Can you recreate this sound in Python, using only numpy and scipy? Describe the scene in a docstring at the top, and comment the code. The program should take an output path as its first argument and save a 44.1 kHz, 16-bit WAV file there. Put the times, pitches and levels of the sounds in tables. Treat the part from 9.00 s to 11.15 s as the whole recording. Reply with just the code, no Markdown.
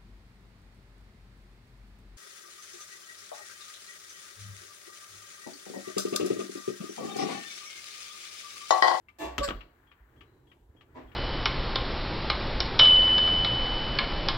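"""A wooden chess clock in a quiet room.

Close by, the plunger is pushed down: the lever's impacts excite the modes of the case, the stem squeaks
by stick-slip friction in its bush and bottoms out, and the table shudders. One movement stops and the
other's escapement starts ticking. Two hollow knocks arrive from farther off, mostly as reverberation,
over a low room rumble, a rustle, sliding fingers and soft handling bumps."""
import sys
import numpy as np
from scipy import signal
from scipy.fft import rfft, irfft, next_fast_len
from scipy.io import wavfile
from scipy.ndimage import uniform_filter1d

SR = 44100
rng = np.random.default_rng(int(sys.argv[2]) if len(sys.argv) > 2 else 0)


def generate_wav(signal):
    """Clip the signal to [-1, 1] and save it as 16-bit WAV at the path in sys.argv[1]."""
    frames = np.transpose(np.atleast_2d(signal))
    scaled = np.clip(frames, -1, 1) * 32767
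    pcm = np.round(scaled).astype(np.int16)
    wavfile.write(sys.argv[1], SR, pcm)


N = 94815
T = np.arange(N) / SR
SIDES = np.array([[1], [-1]])  # left, right

# normal modes of the wooden case (frequency [Hz], relative level [dB], t60 [s])
CASE_MODES = [(432.4, 1, 0.062), (1162, 1.5, .16), (1278, 3, 0.048), (1400, 1.5, 0.028), (1782, -5, .07),
              (1942, -2, 0.072), (2282, -12, 0.13), (2680, 0, 0.041), (2917, 0, 0.078), (3256, 7, 0.019)]
# the near clock's bias toward the left channel (frequency [Hz], bias [dB])
CLOCK_BIAS = [(600, -1.5), (1300, 1), (2400, 9), (4400, -1.5), (8000, 1.5)]


def amp(db):
    """Amplitude ratio of a level in decibels."""
    return 10 ** (np.asarray(db) / 20)


def at_hz(points, hz):
    """Interpolation of (frequency [Hz], value) points on a logarithmic frequency axis."""
    freqs, values = np.array(points, float).T
    return np.interp(np.log(np.maximum(hz, 1)), np.log(freqs), values)


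def envelope(points):
    """Amplitude envelope through (time [s], level [dB]) points."""
    return amp(np.interp(T, *np.array(points).T))


def colour(x, points, share=1):
    """Minimum-phase filter with the response (frequency [Hz], gain [dB]); share scales the decibels."""
    size = next_fast_len(x.shape[-1] + SR // 10, real=True)
    gain = amp(share * at_hz(points, np.fft.rfftfreq(size, 1 / SR)))
    cepstrum = irfft(np.log(gain), size)
    cepstrum[1:size // 2] *= 2  # folding onto positive time makes the filter causal
    cepstrum[size // 2 + 1:] = 0
    return irfft(rfft(x, size) * np.exp(rfft(cepstrum)), size)[..., :x.shape[-1]]


def pan(x, bias):
    """Level difference between channels: a positive bias raises the left and lowers the right."""
    return np.array([colour(x[0], bias, 0.44), colour(x[1], bias, -0.59)])


def soften(x, hz):
    """Second-order low-pass: a softer contact excites less treble."""
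    return signal.sosfilt(signal.butter(2, min(hz, .45 * SR), fs=SR, output="sos"), x)


def unit(x):
    """Normalisation to a mean energy of 1 per channel."""
    return x / np.sqrt(np.mean(np.sum(x ** 2, axis=-1)))


def at_level(x, db):
    """Scaling that sets the RMS level of the loudest 10 ms."""
    power = np.mean(np.atleast_2d(x) ** 2, axis=0)
    return x * amp(db) / np.sqrt(uniform_filter1d(power, SR // 100).max())


def add(out, start_s, x):
    """Superposition of a sound from a given time on."""
    i = int(max(start_s, 0) * SR)
    out[:, i:i + x.shape[-1]] += x[..., :N - i]


def decay(t60):
    """One second of exponential decay, falling 60 dB in t60 seconds."""
    return np.exp(-np.log(1000) * T[:SR] / t60)


def drift(rate_hz):
    """Random fluctuation: straight lines between Gaussian values drawn at the given rate."""
    return np.interp(T * rate_hz, np.arange(N), rng.standard_normal(N))


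def noise(size, coherent_below_hz=750):
    """Diffuse-field noise: the two channels are coherent in the bass, independent in the treble."""
    mid, side = rfft(rng.standard_normal((2, size)))
    coherence = 1 / (1 + (np.fft.rfftfreq(size, 1 / SR) / coherent_below_hz) ** 2)
    return irfft(mid * np.sqrt((1 + coherence) / 2) + SIDES * side * np.sqrt((1 - coherence) / 2), size)


def wavering_noise(spectrum, depth_db=1.5):
    """Coloured noise of RMS near 1 under random amplitude modulation."""
    return unit(colour(noise(N), spectrum)) * np.sqrt(N) * amp(depth_db * drift(rate_hz=14))


def narrowband_ring(hz, width_hz, t60):
    """Noise passed twice through one resonance gives a grainy, decaying ring."""
    b, a = signal.iirpeak(hz, hz / width_hz, SR)
    return signal.lfilter(b, a, signal.lfilter(b, a, noise(SR))) * decay(t60)


def modal_ring(modes, spread_rad=1.0):
    """Free vibration: a sum of damped sinusoids, each with a phase offset in each channel."""
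    out = np.zeros((2, SR))
    for hz, db, t60 in modes:
        phase = 2 * np.pi * (hz * T[:SR] + rng.random()) + spread_rad * rng.standard_normal((2, 1))
        out += amp(db) * decay(t60) * np.sin(phase)
    return out


def impact(modes, crackle_t60, snap_db, modes_db):
    """Impulse response of struck wood: a snap, a short crackle and ringing modes."""
    snap = amp(snap_db) * (T[:SR] == 0)
    crackle = unit(noise(SR) * decay(crackle_t60))
    return snap + crackle + amp(modes_db) * unit(modal_ring(modes))


def diffuse_tail(t60s, bands=8):
    """Dense reflections merge into noise, each band decaying with its own reverberation time."""
    spectrum, hz = rfft(noise(SR)), np.fft.rfftfreq(SR, 1 / SR)
    centres = np.geomspace(100, 14000, bands)
    out = np.zeros((2, SR))
    for centre, weights in zip(centres, np.eye(bands)):
        band = irfft(spectrum * at_hz(list(zip(centres, weights)), hz), SR)
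        out += band * decay(at_hz(t60s, centre))
    return out


def in_room(x, reverb_db):
    """Direct sound plus its convolution with the room's impulse response."""
    # reverberation time of the room (frequency [Hz], t60 [s])
    t60s = [(200, 0.63), (1000, 0.44), (4000, 0.33), (12000, 0.36)]
    response = unit(diffuse_tail(t60s) * (1 - decay(0.027)))
    return x + amp(reverb_db) * signal.fftconvolve(x, response, axes=1)[:, :N]


def room_rumble():
    """Ambient noise with most of its energy in the bass."""
    # spectrum of the room's air (frequency [Hz], relative level [dB])
    spectrum = [(18, -41), (30, -23.5), (45, 7), (90, 0), (170, -10.5), (330, -6.5), (600, -17),
                (1000, -13.5), (1500, -47.5), (3000, -28), (5400, -38), (9500, -40), (12500, -33),
                (15500, -38)]
    return amp(-66.5) * wavering_noise(spectrum)


def rustle():
    """Low-frequency noise under a slow envelope is heard as a soft rustle."""
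    # course of the rustle (time [s], level [dB])
    levels = [(0, -96), (.55, -58.5), (1.0, -82), (1.12, -64), (1.16, -61), (1.4, -62), (1.6, -68.5),
              (1.75, -65.5), (1.9, -60), (2.15, -54.5)]
    # its spectrum (frequency [Hz], relative level [dB])
    spectrum = [(60, 1.5), (130, 4.5), (190, -11.5), (340, 1), (600, -16), (1200, -19.5), (2500, -35),
                (4000, -39), (6000, -41.5), (15000, -52)]
    return envelope(levels) * wavering_noise(spectrum)


def sliding_fingers():
    """Sliding friction of fingers on wood radiates a faint hiss."""
    # course of the hiss (time [s], level [dB])
    levels = [(0, -84.5), (.5, -52), (.68, -69.5), (.85, -68), (1.1, -71), (1.3, -73.5), (1.5, -79),
              (1.65, -82.5), (2.15, -65)]
    # its spectrum (frequency [Hz], relative level [dB])
    spectrum = [(400, -16), (900, 3.5), (1700, 5.5), (2600, -10), (4200, -19), (5500, -28), (8000, -28.5),
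                (10000, -33), (15000, -12)]
    return envelope(levels) * pan(wavering_noise(spectrum), CLOCK_BIAS)


def far_knocks(crossover_hz=2100, bass_onset=0.031, treble_onset=0.15):
    """Far off, reverberation dominates: the treble comes first, the bass swells and rings hollow."""
    # knocks (time [s], level [dB], swell time [s], cutoff [Hz], modes relative to echoes [dB])
    knocks = [(0.186, -33, 0.043, 14040, 2.5), (1.947, -43, 0.023, 2960, 0.5)]
    # modes of each knocked object (frequency [Hz], relative level [dB], t60 [s])
    mode_sets = [
        [(315.3, 4.5, 0.25), (356.4, 3, 0.28), (576, -5.5, 0.6), (666.6, 4, 0.32), (722, -11.5, 0.9),
         (866.4, 0, 0.38), (897, -1.5, 0.41), (1133, -12, 0.85), (1745, 2, 0.21), (2337, -10.5, 0.35),
         (2730, -4.5, 0.33), (3450, -10, 0.34), (3520, -12, 0.22), (3950, -10, .27)],
        [(256.1, -1.5, 0.49), (507, -1, 0.36), (632, -0.5, 0.29), (980, 11, 0.13)],
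    ]
    # spectrum of the echoes (frequency [Hz], gain [dB])
    spectrum = [(80, -9), (190, -9.5), (300, 5.5), (480, -0.5), (700, -0.5), (1050, 2.5), (1400, -13.5),
                (1800, -6.5), (3500, -15.5), (5000, -16.5), (8000, -20.5), (9700, -28), (11500, -18),
                (16000, -15.5)]
    # their reverberation time (frequency [Hz], t60 [s])
    t60s = [(200, 0.46), (1000, 0.39), (3000, 0.48), (12000, 0.2)]
    out = np.zeros((2, N))
    for (s, db, swell_s, cutoff_hz, modes_db), modes in zip(knocks, mode_sets):
        pending = np.exp(-(T[:SR] / swell_s) ** 2)
        bass_swell = 1 - (1 - bass_onset) * pending  # onset: the share that arrives at once
        treble_swell = 1 - (1 - treble_onset) * pending
        echoes = soften(colour(diffuse_tail(t60s), spectrum), cutoff_hz)
        bass = soften(soften(echoes, crossover_hz)[:, ::-1], crossover_hz)[:, ::-1]  # zero phase
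        body = unit(bass * bass_swell + (echoes - bass) * treble_swell)
        hollow = unit(modal_ring(modes, spread_rad=0.88) * bass_swell)
        add(out, s, at_level(body + amp(modes_db) * hollow, db))
    return out


def hand_bumps():
    """Soft contact of the hand on the case excites mainly low frequencies."""
    # nudges (time [s], level [dB])
    bumps = [(0.392, -35), (0.485, -33), (0.556, -44.5), (1.166, -63), (1.694, -62), (1.75, -56)]
    # their spectrum (frequency [Hz], gain [dB])
    spectrum = [(40, 3), (100, -2.5), (200, -10), (400, -5), (600, -18.5), (1200, -31), (4000, -53.5)]
    out = np.zeros((2, N))
    for s, db in bumps:
        add(out, s, at_level(colour(noise(SR) * decay(t60=0.11), spectrum), db))
    return out


def table_thuds(rise_s=0.024):
    """The table shudders under the hand as a damped low-frequency oscillator."""
    # thuds (time [s], level [dB], frequency [Hz], t60 [s])
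    thuds = [(0.23, -45.5, 61.4, 1), (0.387, -32, 54.4, 0.14), (0.479, -33, 42.6, 0.12),
             (0.538, -36, 43.3, 0.17), (1.002, -53.5, 54.8, 0.15), (1.149, -58.5, 64.6, 0.22),
             (1.61, -60, 50, 0.23), (1.689, -52.5, 67.3, 0.083), (1.89, -57.5, 77, .3),
             (2.042, -48, 50.3, 0.13)]
    out, t = np.zeros((2, N)), T[:SR]
    rise = 1 - np.exp(-t / rise_s)
    for s, db, hz, t60 in thuds:
        add(out, s, at_level(np.sin(2 * np.pi * hz * t) * decay(t60) * rise, db))
    return out


def ringing_works(rise_s=0.039):
    """Resonances in the clockwork build up and ring on faintly."""
    # resonances (time [s], level [dB], frequency [Hz], resonator bandwidth [Hz], t60 [s])
    resonances = [(0.499, -64.5, 4230, 900, 0.49), (1.219, -79, 3980, 300, 0.81)]
    out = np.zeros((2, N))
    rise = 1 - np.exp(-T[:SR] / rise_s)
    for s, db, hz, width_hz, t60 in resonances:
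        add(out, s, at_level(narrowband_ring(hz, width_hz, t60) * rise, db))
    return out


def escapement(rise_s=0.002, unlock_lead_s=0.046, spring_damping_s=0.016):
    """Two impacts a beat: unlocking sets a spring buzzing; the tooth's drop damps it and rings the case."""
    # beats of the running movement (time [s], level [dB], contact cutoff [Hz])
    beats = [(0.607, -49, 3980), (0.915, -55.5, 3240), (1.208, -53.5, 4970), (1.5154, -58.5, 3500),
             (1.8088, -56.5, 5030), (2.1157, -58.5, 3480)]
    # spectrum of a tick (frequency [Hz], gain [dB])
    spectrum = [(300, -15), (900, 0), (1200, 2), (2000, 3), (3100, 6), (4000, -4.5), (5800, -13),
                (9000, -24.5), (15000, -16.5)]
    # last tick of the movement that stops (time [s], level [dB])
    last_tick = [(0.0852, -52), (0.0848, -62)]
    # the modes it excites (frequency [Hz], relative level [dB], t60 [s])
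    last_modes = [(1190, 4, 0.13), (2103, 4.5, 0.071), (2300, 1.5, 0.084), (2680, 5, 0.039)]
    out, t = np.zeros((2, N)), T[:SR]
    rise = 1 - .7 * np.exp(-t / rise_s)
    damping = np.exp(-np.maximum(t - unlock_lead_s, 0) / spring_damping_s)

    def tick(modes=CASE_MODES, crackle_t60=0.1, snap_db=-23, modes_db=-9):
        """A light impact radiated by the case."""
        return colour(impact(modes, crackle_t60, snap_db, modes_db) * rise, spectrum)

    for s, db, cutoff_hz in beats:
        add(out, s, at_level(soften(tick(), cutoff_hz), db))
        unlock = at_level(tick(), db=-74.5)
        spring = at_level(narrowband_ring(hz=3274, width_hz=73, t60=0.47) * damping, db=-71)
        add(out, s - unlock_lead_s, unlock + spring)
    for s, db in last_tick:
        add(out, s, at_level(tick(last_modes, snap_db=-10, modes_db=0.5), db))
    return in_room(out, reverb_db=-13.5)


def stem_squeak(jitter=0.01, left_lag_s=0.00043, slip_decay_cycles=0.48, release_db_per_s=519):
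    """Stick-slip friction of the stem in its bush gives two harmonics and a puff of rasp at each slip."""
    # course of the squeak (time [s], pitch [Hz], fundamental [dB], octave [dB], rasp [dB])
    course = [(0.384, 591, -61, -64, -72.5), (0.404, 599.3, -43.5, -45.5, -66.5),
              (0.415, 567.5, -29.5, -38.5, -70.5), (0.422, 568.4, -28.5, -34, -62.5),
              (0.434, 577.5, -38.5, -29.5, -37.5), (0.447, 573, -31.5, -32.5, -32.5),
              (0.459, 556.7, -34, -49.5, -40), (0.471, 562, -36, -69, -43.5),
              (0.490, 568.8, -41.5, -44.5, -48.5)]
    # spectrum of the rasp (frequency [Hz], relative level [dB])
    spectrum = [(120, -16.5), (300, 0), (900, -10), (1300, -3), (1520, 11), (1900, -1.5), (3300, -6.5),
                (4500, 4.5), (5600, -3), (6400, -18.5), (7300, -2), (8400, -6.5), (9500, -28.5),
                (12500, -14.5), (16000, -24.5)]
    times, hz, *levels = np.array(course).T
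    gate = amp(-release_db_per_s * np.maximum(T - times[-1], 0)) * (T > times[0])
    fundamental_gain, octave_gain, rasp_gain = (amp(np.interp(T, times, db)) * gate for db in levels)
    pitch = np.interp(T, times, hz) * (1 + jitter * drift(rate_hz=300))
    cycles = np.cumsum(pitch) / SR
    fundamental = fundamental_gain * np.sin(2 * np.pi * (cycles - SIDES * pitch * left_lag_s / 2))
    octave = octave_gain * np.sin(2 * np.pi * 2 * cycles)
    slips = noise(N) * np.exp(-(cycles % 1) / slip_decay_cycles)
    rasp = rasp_gain * unit(colour(slips, spectrum)) * np.sqrt(N)
    return in_room(np.sqrt(2) * (fundamental + octave) + rasp, reverb_db=-26)


def plunger():
    """Impacts excite the case's modes as the lever clacks over and the plunger bottoms out and rattles."""
    # blows on the case (time [s], level [dB], contact cutoff [Hz], crackle t60 [s])
    clacks = [(0.3816, -26.5, 8200, 0.032), (0.3864, -32, 5960, 0.17), (0.4790, -37.5, 3500, .08),
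              (0.4880, -30, 4660, 0.071), (0.5069, -31.5, 2270, 0.024), (0.51, -33.5, 1400, 0.11),
              (0.524, -48, 1780, 0.083)]
    # their spectrum (frequency [Hz], gain [dB])
    spectrum = [(100, -1), (250, 5), (480, -2.5), (900, -1.5), (1350, 2), (2200, -6.5), (3200, 1.5),
                (4200, -6.5), (7000, -12), (9500, -23.5), (12000, -8), (16000, -11.5)]
    out = np.zeros((2, N))
    for s, db, cutoff_hz, t60 in clacks:
        clack = colour(impact(CASE_MODES, t60, snap_db=-4.5, modes_db=-9), spectrum)
        add(out, s, at_level(soften(clack, cutoff_hz), db))
    return in_room(out, reverb_db=-13)


def scene():
    """Superposition of the near clock and the room around it."""
    clock = pan(plunger() + escapement(), CLOCK_BIAS) + ringing_works() + stem_squeak()
    handling = table_thuds() + hand_bumps()
    return clock + handling + far_knocks() + room_rumble() + rustle() + sliding_fingers()


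def record(dry, low_cut_hz=29, high_cut_hz=15850):
    """A band-limited microphone whose two ports each have their own frequency response."""
    # the ports' bias toward the left channel (frequency [Hz], bias [dB])
    port_bias = [(60, -1), (300, -0.5), (700, -4), (1300, 3.5), (2400, 5), (4400, 3.5), (5600, -2.5),
                 (7600, -14), (10000, -2), (15000, 0.5)]
    high_pass = signal.butter(2, low_cut_hz, "high", fs=SR, output="sos")
    low_pass = signal.ellip(10, .2, 80, high_cut_hz, fs=SR, output="sos")
    return signal.sosfilt(low_pass, signal.sosfilt(high_pass, pan(dry, port_bias)))


dry = scene()
out = record(dry)
generate_wav(out)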